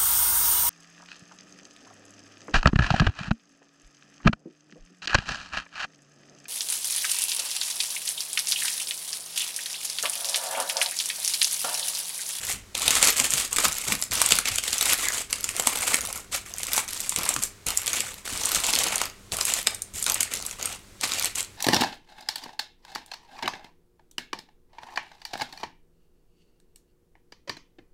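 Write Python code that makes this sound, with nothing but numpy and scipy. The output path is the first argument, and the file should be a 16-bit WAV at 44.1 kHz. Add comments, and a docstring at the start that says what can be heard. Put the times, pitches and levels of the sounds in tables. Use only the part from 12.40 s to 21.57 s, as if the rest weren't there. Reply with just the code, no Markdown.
"""In a kitchen, gloved hands peel a wrap of aluminium foil open on a plate, heard close up.
Creases buckle in small avalanches of clicks; larger facets snap over singly and ring for a moment.
The hands nudge the parcel on its plate, the sheet fans a low rumble, and twice the foil drags.
The room adds a short tail, still air and a faint mains hum."""
import sys
import numpy as np
from scipy import signal
from scipy.fft import rfft, irfft
from scipy.io import wavfile
from scipy.ndimage import uniform_filter1d

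SR = 44100
rng = np.random.default_rng(int(sys.argv[2]) if len(sys.argv) > 2 else 0)


def dump(signal):
    """Clip the signal to [-1, 1] and save it as 16-bit WAV at the path in sys.argv[1]."""
    limited = np.clip(np.atleast_2d(signal).T, -1, 1)
    pcm = np.round(limited * 32767).astype(np.int16)
    wavfile.write(sys.argv[1], SR, pcm)


N = 404397


def amp(db):
    """Decibels to gain."""
    return 10 ** (np.asarray(db) / 20)


def unit(x):
    """Scales to unit rms."""
    return x / np.sqrt(np.mean(x ** 2) + 1e-20)


def read(points, hz):
    """Interpolates a table over log frequency."""
    points_hz, values = np.transpose(points)
    return np.interp(np.log(hz + 1), np.log(points_hz), values)


def add(mix, start_s, sound):
    """Mixes a sound in at start_s."""
    part = mix[max(round(start_s * SR), 0):][:len(sound)]
    part += sound[:len(part)]


def colour(x, points, size=2048):
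    """Minimum-phase filter with the given spectrum: attacks stay sharp."""
    gain_db = read(points, abs(np.fft.fftfreq(size, 1 / SR)))
    log_gain = np.log(amp(np.maximum(gain_db, -90)))
    taps = np.fft.ifft(np.exp(np.conj(signal.hilbert(log_gain)))).real
    return signal.fftconvolve(x, taps)[:len(x)]


def band(x, edges_hz, kind, order=3):
    """Butterworth filter."""
    return signal.sosfilt(signal.butter(order, edges_hz, kind, fs=SR, output="sos"), x)


def registers(x, low_hz=1500, high_hz=5500):
    """Splits foil sound into wide panels, creases and tiny wrinkles."""
    return band(x, low_hz, "low"), band(x, [low_hz, high_hz], "band"), band(x, high_hz, "high")


# still air: (frequency [Hz], relative density [dB])
AIR_SPECTRUM = [(12, -34), (20, -9), (36, -10.5), (163, -21.5), (388, -22.5), (923, -33.5), (1060, -29.5),
                (2200, -31), (2800, -33), (7730, -33), (16000, -47)]
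# mains hum: (frequency [Hz], rms level [dB])
HUM_PARTIALS = [(100, -61), (200, -64), (400, -68.5)]


def air_and_hum(air_db=-51.5):
    """Still air and mains hum, both steady."""
    t = np.arange(N) / SR
    air_gain = amp(read(AIR_SPECTRUM, np.fft.rfftfreq(N, 1 / SR)))
    air = irfft(rfft(rng.standard_normal(N)) * air_gain, N)
    hum = sum(amp(db) * np.sqrt(2) * np.sin(2 * np.pi * (hz * t + rng.random()))
              for hz, db in HUM_PARTIALS)
    return amp(air_db) * unit(air) + hum


# grips and pulls: (start [s], length [s], nominal crease level [dB], swell over the length [dB],
# panels re creases [dB], wrinkles re creases [dB], tautness as upper re lower creases [dB])
CRUMPLES = [(0.0, .12, -35, 9, -11.5, 1.5, -2), (0.34, 0.13, -31.5, 9.5, -10, -0.5, 0.5),
            (0.444, .25, -25.5, 10.5, -9.5, -0.5, -1.5), (0.754, .1, -27.5, 1, -10, 0.5, -0.5),
            (0.89, .14, -29.5, 5, -12.5, 1, 1), (1.103, 0.16, -31.5, 14.5, -7, .5, -2),
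            (1.288, .15, -35.5, 1.5, -13, 2, -0.5), (1.454, 0.082, -30.5, 3, -7, .5, -1),
            (1.566, 0.066, -45.5, 8, -6, 9, -3), (1.705, .27, -29, 0.5, -10, -0.5, 0.5),
            (2.045, 0.035, -29, 9, -13.5, -4, -2.5), (2.105, 0.075, -35, 0, -14.5, 1.5, -2),
            (2.22, 0.17, -33.5, 4.5, -13, 0.5, 1), (2.401, .13, -26.5, 7, -11, 0.5, -2),
            (2.578, 0.23, -32, -3, -9, 1.5, -1.5), (2.89, 0.31, -41, 2, -9, 1, -3.5),
            (3.143, 0.41, -33, 8.5, -6.5, 1, -3.5), (3.572, 0.22, -39, -4.5, -4.5, 3.5, -5.5),
            (3.911, 0.035, -33.5, 13, -10, 0, -1), (4.047, .27, -41, 11, -10, .5, -5),
            (4.306, 0.076, -30, 7, -11, 2.5, -4.5), (4.472, 0.28, -39, -4.5, -12.5, 1.5, 0),
            (4.765, .16, -32.5, -0.5, -5, -1, -4.5), (4.964, 0.069, -41.5, 16, -11, 4, -1.5),
            (5.261, 0.055, -30, -4, -7, -1, -5.5), (5.335, .26, -35, 15.5, -11.5, 1, -5),
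            (5.625, 0.18, -43, -17, -8, 0, -4), (5.843, 0.349, -33, 11.5, -8.5, -0.5, 0.5),
            (6.223, .2, -27.5, 0, -8, -1.5, 1.5), (6.428, 0.23, -31, -7.5, -6.5, -4, -5.5),
            (6.912, .11, -35.5, 1, -4, 2, -3), (7.057, 0.13, -29.5, 0, -11.5, 1.5, -0.5),
            (7.252, .15, -48.5, -20, 0, 2, -6), (7.533, 0.12, -39.5, 2, -13, 4.5, -1.5),
            (7.658, .048, -29.5, 6, -5.5, -0.5, -2), (7.747, 0.13, -37, -11, -10.5, -10, -5.5),
            (7.903, 0.26, -40.5, -13.5, -7.5, -1.5, -3), (8.181, 0.16, -36.5, -6.5, -7.5, -2, -4),
            (8.589, 0.051, -36.5, 26, -9.5, -2.5, 1.5), (8.682, .18, -31, 4, -11.5, -3, -1.5),
            (8.943, 0.052, -36, 13.5, -11.5, 1, -0.5)]


def crumples(attack_s=0.0138, release_db_per_s=350, rest_db=-69):
    """Each grip bites, swells or eases, and lets go. Returns register levels and tautness in dB."""
    t = np.arange(SR) / SR
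    powers = np.full((4, N), amp(rest_db) ** 2)
    for start_s, length_s, crease_db, swell_db, panel_db, wrinkle_db, taut_db in CRUMPLES:
        hold_db = crease_db + swell_db * (np.minimum(t / length_s, 1) - .5)
        release_db = release_db_per_s * np.maximum(t - length_s, 0)
        envelope = np.minimum(t / attack_s, 1) * amp(hold_db - release_db)
        for power, share_db in zip(powers, [panel_db, 0, wrinkle_db, taut_db]):
            add(power, start_s, (envelope * amp(share_db)) ** 2)
    panels_db, creases_db, wrinkles_db, upper_db = 10 * np.log10(powers)
    return [panels_db, creases_db, wrinkles_db], upper_db - creases_db


def avalanches(per_s, clump_db, clump_s, spread_db):
    """Random clicks of unequal size; one buckle sets off its neighbours, so strong ones clump."""
    strain = unit(signal.lfilter([1], [1, -np.exp(-1 / (clump_s * SR))], rng.standard_normal(N)))
    size_db = spread_db * np.minimum(rng.exponential(1, N), 3) + clump_db * np.minimum(strain, 2)
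    return amp(size_db) * (rng.random(N) < per_s / SR)


def facets(clicks, low_hz, high_hz, ring_db, crack_t60_s=.008, size=400):
    """Every click is a new facet with its own crack and pitch; small ones ring shortest."""
    t = np.arange(size) / SR
    rise = 1 - np.exp(-t / .0006)
    envelope = rise * amp(-60 * t / crack_t60_s)
    crack_power = abs(signal.oaconvolve(clicks ** 2, envelope ** 2)[:N])
    cracks = rng.standard_normal(N) * np.sqrt(crack_power)
    onsets = np.flatnonzero(clicks)[:, None]
    hz = rng.uniform(low_hz, high_hz, N)[onsets]
    ring_t60_s = .003 + 9 / hz
    each_ring = clicks[onsets] * np.sin(2 * np.pi * hz * t) * rise * amp(-60 * t / ring_t60_s)
    rings = np.bincount((onsets + np.arange(size)).ravel(), each_ring.ravel(), N)[:N]  # overlap-add
    return unit(unit(cracks) + amp(ring_db) * unit(rings))


def stretch(creases, taut_db, split_hz=3000):
    """Pulling the sheet taut moves the sound of the creases upward."""
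    tilt = amp(taut_db)
    lower = signal.sosfiltfilt(signal.butter(4, split_hz, fs=SR, output="sos"), creases)
    return (lower + tilt * (creases - lower)) / np.sqrt(tilt)


# colour of the foil: (frequency [Hz], relative gain [dB])
FOIL_SPECTRUM = [(80, -52), (140, -13), (270, -3), (340, -6), (520, -1.5), (850, -7), (1300, -5),
                 (1650, -9.5), (2250, -3.5), (3400, -3), (5500, -5), (7700, 2.5), (12800, -9.5),
                 (16000, -19)]


def crinkle(levels_db, taut_db):
    """Hard work crushes many facets into a crunch; under a light touch bright ticks stand out."""
    effort = np.minimum(amp(levels_db[1] + 31), 2)  # follows the crease level
    crush = avalanches(per_s=2600 * effort ** .45, clump_db=4, clump_s=0.0093, spread_db=0.5)
    crunch = colour(facets(crush, low_hz=700, high_hz=14080, ring_db=-3.5), FOIL_SPECTRUM)
    pops = avalanches(per_s=48 * np.tanh(4 * effort), clump_db=2.5, clump_s=0.005, spread_db=5)
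    ticks = band(facets(pops, low_hz=6000, high_hz=12750, ring_db=-3), [3600, 12500], "band", order=2)
    panels, creases, wrinkles = registers(crunch + amp(-2.5) * ticks)
    creases = stretch(creases, taut_db)
    out = np.zeros(N)
    for part, level_db, trim_db in zip([panels, creases, wrinkles], levels_db, [-1, -.6, -.2]):
        # the hands set the energy let go; the clicks share it out
        power = uniform_filter1d(uniform_filter1d(part ** 2, size=2200), size=1300)
        out += amp(level_db + trim_db) * part / np.sqrt(abs(power) + 0.0033 * np.mean(part ** 2))
    return out


def sheet_rumble(panels_db):
    """The moving sheet fans a little low rumble along with its wide panels."""
    return amp(0.4 * panels_db - 37) * unit(band(rng.standard_normal(N), [24, 100], "band", order=2))


# ring of the kitchen: (frequency [Hz], t60 [s])
ROOM_DECAY = [(200, 0.2), (2000, 0.38), (7000, 0.22), (15000, 0.2)]


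def room_response(echoes_per_s=6000, gap_s=.004, tail_db=-10, early_db=-21, size=20000):
    """Three early reflections and a diffuse tail that rings longest in the midrange."""
    taps = rng.choice([-1., 1.], size) * (rng.random(size) < echoes_per_s / SR)
    taps *= np.arange(size) > gap_s * SR
    hz, t, spectrum = signal.stft(taps, SR, nperseg=256)
    decay = amp(-60 * t / read(ROOM_DECAY, hz)[:, None])
    tail = signal.istft(spectrum * decay, SR, nperseg=256)[1]
    response = amp(tail_db) * tail / np.linalg.norm(tail)
    for delay_s in rng.uniform(0.0024, 0.013, 3):
        add(response, delay_s, amp([early_db]))
    return response


def kitchen_reverb(x, paths=6, switches_per_s=25):
    """The sheet keeps turning, so its sound cycles through different paths in the room."""
    path = (np.arange(N) // (SR // switches_per_s)) % paths
    return sum(signal.oaconvolve(x * (path == k), room_response())[:N] for k in range(paths))


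# parcel nudged on its plate: (time [s], nominal push level [dB], knock level [dB])
NUDGES = [(0.133, -32.5, -43), (0.464, -34, -40), (0.798, -48, -36), (0.932, -40, -38), (1.245, -36, -32.5),
          (1.481, -38, -34.5), (1.517, -40, -33), (1.701, -32, -46), (1.915, -35, -35), (2.099, -30, -49),
          (4.771, -33, -35), (4.958, -49, -34), (5.262, -33, -40), (5.92, -30, -37), (6.159, -33, -41),
          (6.916, -31.5, -39.5), (7.534, -30, -59)]


def nudges(push_t60_s=0.32, knock_t60_s=0.2, push_trim_db=-7.5, size=12000):
    """A soft deep push through the board and a light knock of the parcel."""
    t, out = np.arange(size) / SR, np.zeros(N)
    for time_s, push_db, knock_db in NUDGES:
        push = unit(band(rng.standard_normal(size), [24, 85], "band", order=2))
        push *= amp(push_db + push_trim_db - 60 * t / push_t60_s) * (1 - np.exp(-t / 0.0029))
        knock = unit(band(rng.standard_normal(size), [108, 270], "band", order=2))
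        knock *= amp(knock_db - 60 * t / knock_t60_s) * (1 - np.exp(-t / 0.00091))
        add(out, time_s, push + knock)
    return out


# close modes of a snapping facet: (frequency [x pitch], relative amplitude [linear])
FACET_MODES = [(.86, 0.16), (1, 1), (1.17, 0.19)]


def buckle(hz, neighbours=2, rise_s=.0003, size=1600):
    """A large facet flips with a dry crack and a brief ring; its neighbours give way just after."""
    t = np.arange(size) / SR
    envelope = amp(-60 * t / .011) + amp(-22 - 60 * t / .035)
    for delay_s in rng.uniform(0.00074, 0.0071, neighbours):
        neighbour = (t > delay_s) * amp(-15 - 60 * abs(t - delay_s) / .006)
        envelope = np.hypot(envelope, neighbour)
    crack = unit(colour(rng.standard_normal(size) * envelope, FOIL_SPECTRUM))
    modes = sum(share * np.sin(2 * np.pi * hz * ratio * t) for ratio, share in FACET_MODES)
    ring_t60_s = .003 + 8 / hz
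    ring = unit(modes * amp(-60 * t / ring_t60_s))
    return (crack + amp(-3) * ring) * (1 - np.exp(-t / rise_s))


# only a wide, low facet moves the panels around it: (pitch [Hz], panels re body [dB])
PANEL_COUPLING = [(1000, -3.5), (2500, -15), (7000, -17.5)]
# single facets snapping: (time [s], pitch [Hz], treble crack level [dB], midrange body re crack [dB])
SNAPS = [(.351, 4240, -29, 6), (.479, 3560, -21.5, 6.5), (0.5064, 7150, -17.5, -1),
         (.5525, 8050, -20.5, -3), (0.627, 7600, -12.5, -5.5), (.6724, 7050, -16, -3),
         (0.7992, 6940, -16, -3), (0.9054, 8240, -20.5, -16), (.9363, 6450, -17, -6),
         (1.129, 8050, -20, -16), (1.1664, 7200, -22, -4), (1.1843, 1250, -20.5, 1), (1.252, 1240, -20, 2),
         (1.5217, 2330, -24, 5), (1.624, 7100, -22, -2.5), (1.7182, 6000, -29, 2.5),
         (1.8161, 1080, -13.5, -5.5), (1.861, 7000, -15.5, -13), (1.907, 6700, -20.5, 0),
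         (1.921, 3480, -14.5, 3.5), (1.987, 1370, -16.5, -3.5), (2.0554, 2640, -28, 5),
         (2.1577, 7240, -22.5, -10), (2.184, 3140, -22.5, 2), (2.237, 5700, -28, -1),
         (2.2791, 3500, -28.5, 5), (2.3293, 7400, -22, 0), (2.41, 3840, -20.5, 1),
         (2.9282, 9700, -20, -0.5), (3.0418, 7300, -21, -5.5), (3.09, 2540, -25, -1),
         (3.1969, 700, -20, -4), (3.2714, 930, -13.5, -6), (3.4775, 8100, -22.5, -3.5),
         (3.543, 2230, -16.5, 0), (4.183, 8400, -28.5, -17), (4.2322, 5960, -26, -4),
         (4.3782, 910, -21, -0.5), (4.603, 7400, -25, -10), (4.6935, 7270, -18.5, -28),
         (4.7224, 1010, -37, 5), (4.7611, 7850, -20.5, -4), (4.89, 8800, -16, -11.5),
         (4.939, 7200, -23.5, -20), (4.963, 1130, -27, 2.5), (5.0355, 8200, -19, -13),
         (5.266, 6930, -23.5, -12), (5.3736, 7000, -15, -30), (5.4774, 8300, -22.5, -.5),
         (5.876, 1450, -36, 5), (6.056, 8540, -18.5, -21), (6.1476, 3620, -19.5, -3),
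         (6.2496, 8010, -28, -10), (6.3351, 5300, -26, 7), (6.361, 3070, -28.5, 6.5),
         (6.3876, 6420, -23, -2), (6.4392, 7320, -23.5, -7), (6.557, 9000, -19, -17),
         (6.6154, 1020, -22.5, -0.5), (6.92, 4460, -31, 5), (7.0105, 5000, -24.5, 4),
         (7.052, 6900, -19, -11), (7.2705, 5200, -18, 3), (7.347, 9000, -28.5, -20),
         (7.4198, 8800, -24.5, -22), (7.626, 10300, -22, -20), (7.664, 8700, -22.5, 1),
         (7.6985, 8230, -21, -11), (7.7434, 8000, -19, -23), (7.8064, 6850, -16.5, -6.5),
         (7.83, 8050, -19.5, -8), (7.937, 7660, -23.5, -5), (7.971, 5600, -36, 3), (8.064, 10900, -25, -20),
         (8.111, 6550, -32, -4), (8.2567, 8500, -21.5, -11), (8.719, 3950, -31.5, 8),
         (8.8453, 8500, -20.5, -14), (8.956, 6800, -25, -11), (9.0063, 8500, -24, -10)]


def snaps(onset_samples=220, lead_s=0.0054, lead_db=-15):
    """Larger facets snap over one by one, each just after a weaker neighbour."""
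    out = np.zeros(N)
    for time_s, hz, crack_db, body_db in SNAPS:
        levels_db = crack_db + np.array([body_db + read(PANEL_COUPLING, hz), body_db, 0])
        snap = sum(amp(db) * part / np.sqrt(np.mean(part[:onset_samples] ** 2))
                   for db, part in zip(levels_db, registers(buckle(hz))))
        add(out, time_s, snap)
        add(out, time_s - lead_s * rng.uniform(.5, 1), amp(lead_db) * rng.random() * snap)
    return band(out, 15300, "low", order=2)


# foil dragged over foil or plate: (time [s], length [s], start pitch [Hz], end pitch [Hz], level [dB])
DRAGS = [(1.733, 0.069, 1092, 1110, -42), (2.62, 0.1, 2176, 1816, -32)]


def drags(width_hz=500):
    """Rough sliding keeps one panel humming; its pitch shifts as it bends."""
    out = np.zeros(N)
    for time_s, length_s, start_hz, end_hz, db in DRAGS:
        size = int(length_s * SR)
        roughness = band(rng.standard_normal((2, SR)), width_hz / 2, "low", order=2)[:, :size]
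        phase = 2 * np.pi * np.cumsum(np.linspace(start_hz, end_hz, size)) / SR
        panel = unit(roughness[0] * np.cos(phase) + roughness[1] * np.sin(phase))
        add(out, time_s, amp(db) * panel * signal.windows.tukey(size, .5))
    return out


def scene():
    """Foil and parcel in the kitchen, mono."""
    levels_db, taut_db = crumples()
    foil = crinkle(levels_db, taut_db) + snaps() + drags()
    return (foil + kitchen_reverb(foil) + nudges() + sheet_rumble(levels_db[0]) + air_and_hum())[None]


def record(dry):
    """Clip at full scale, then low-pass at 16 kHz."""
    low_pass = signal.firwin(511, 16000, window=("kaiser", 9), fs=SR)
    return signal.oaconvolve(np.clip(dry, -1, 1), low_pass[None], "same")


dry = scene()
out = record(dry)
dump(out)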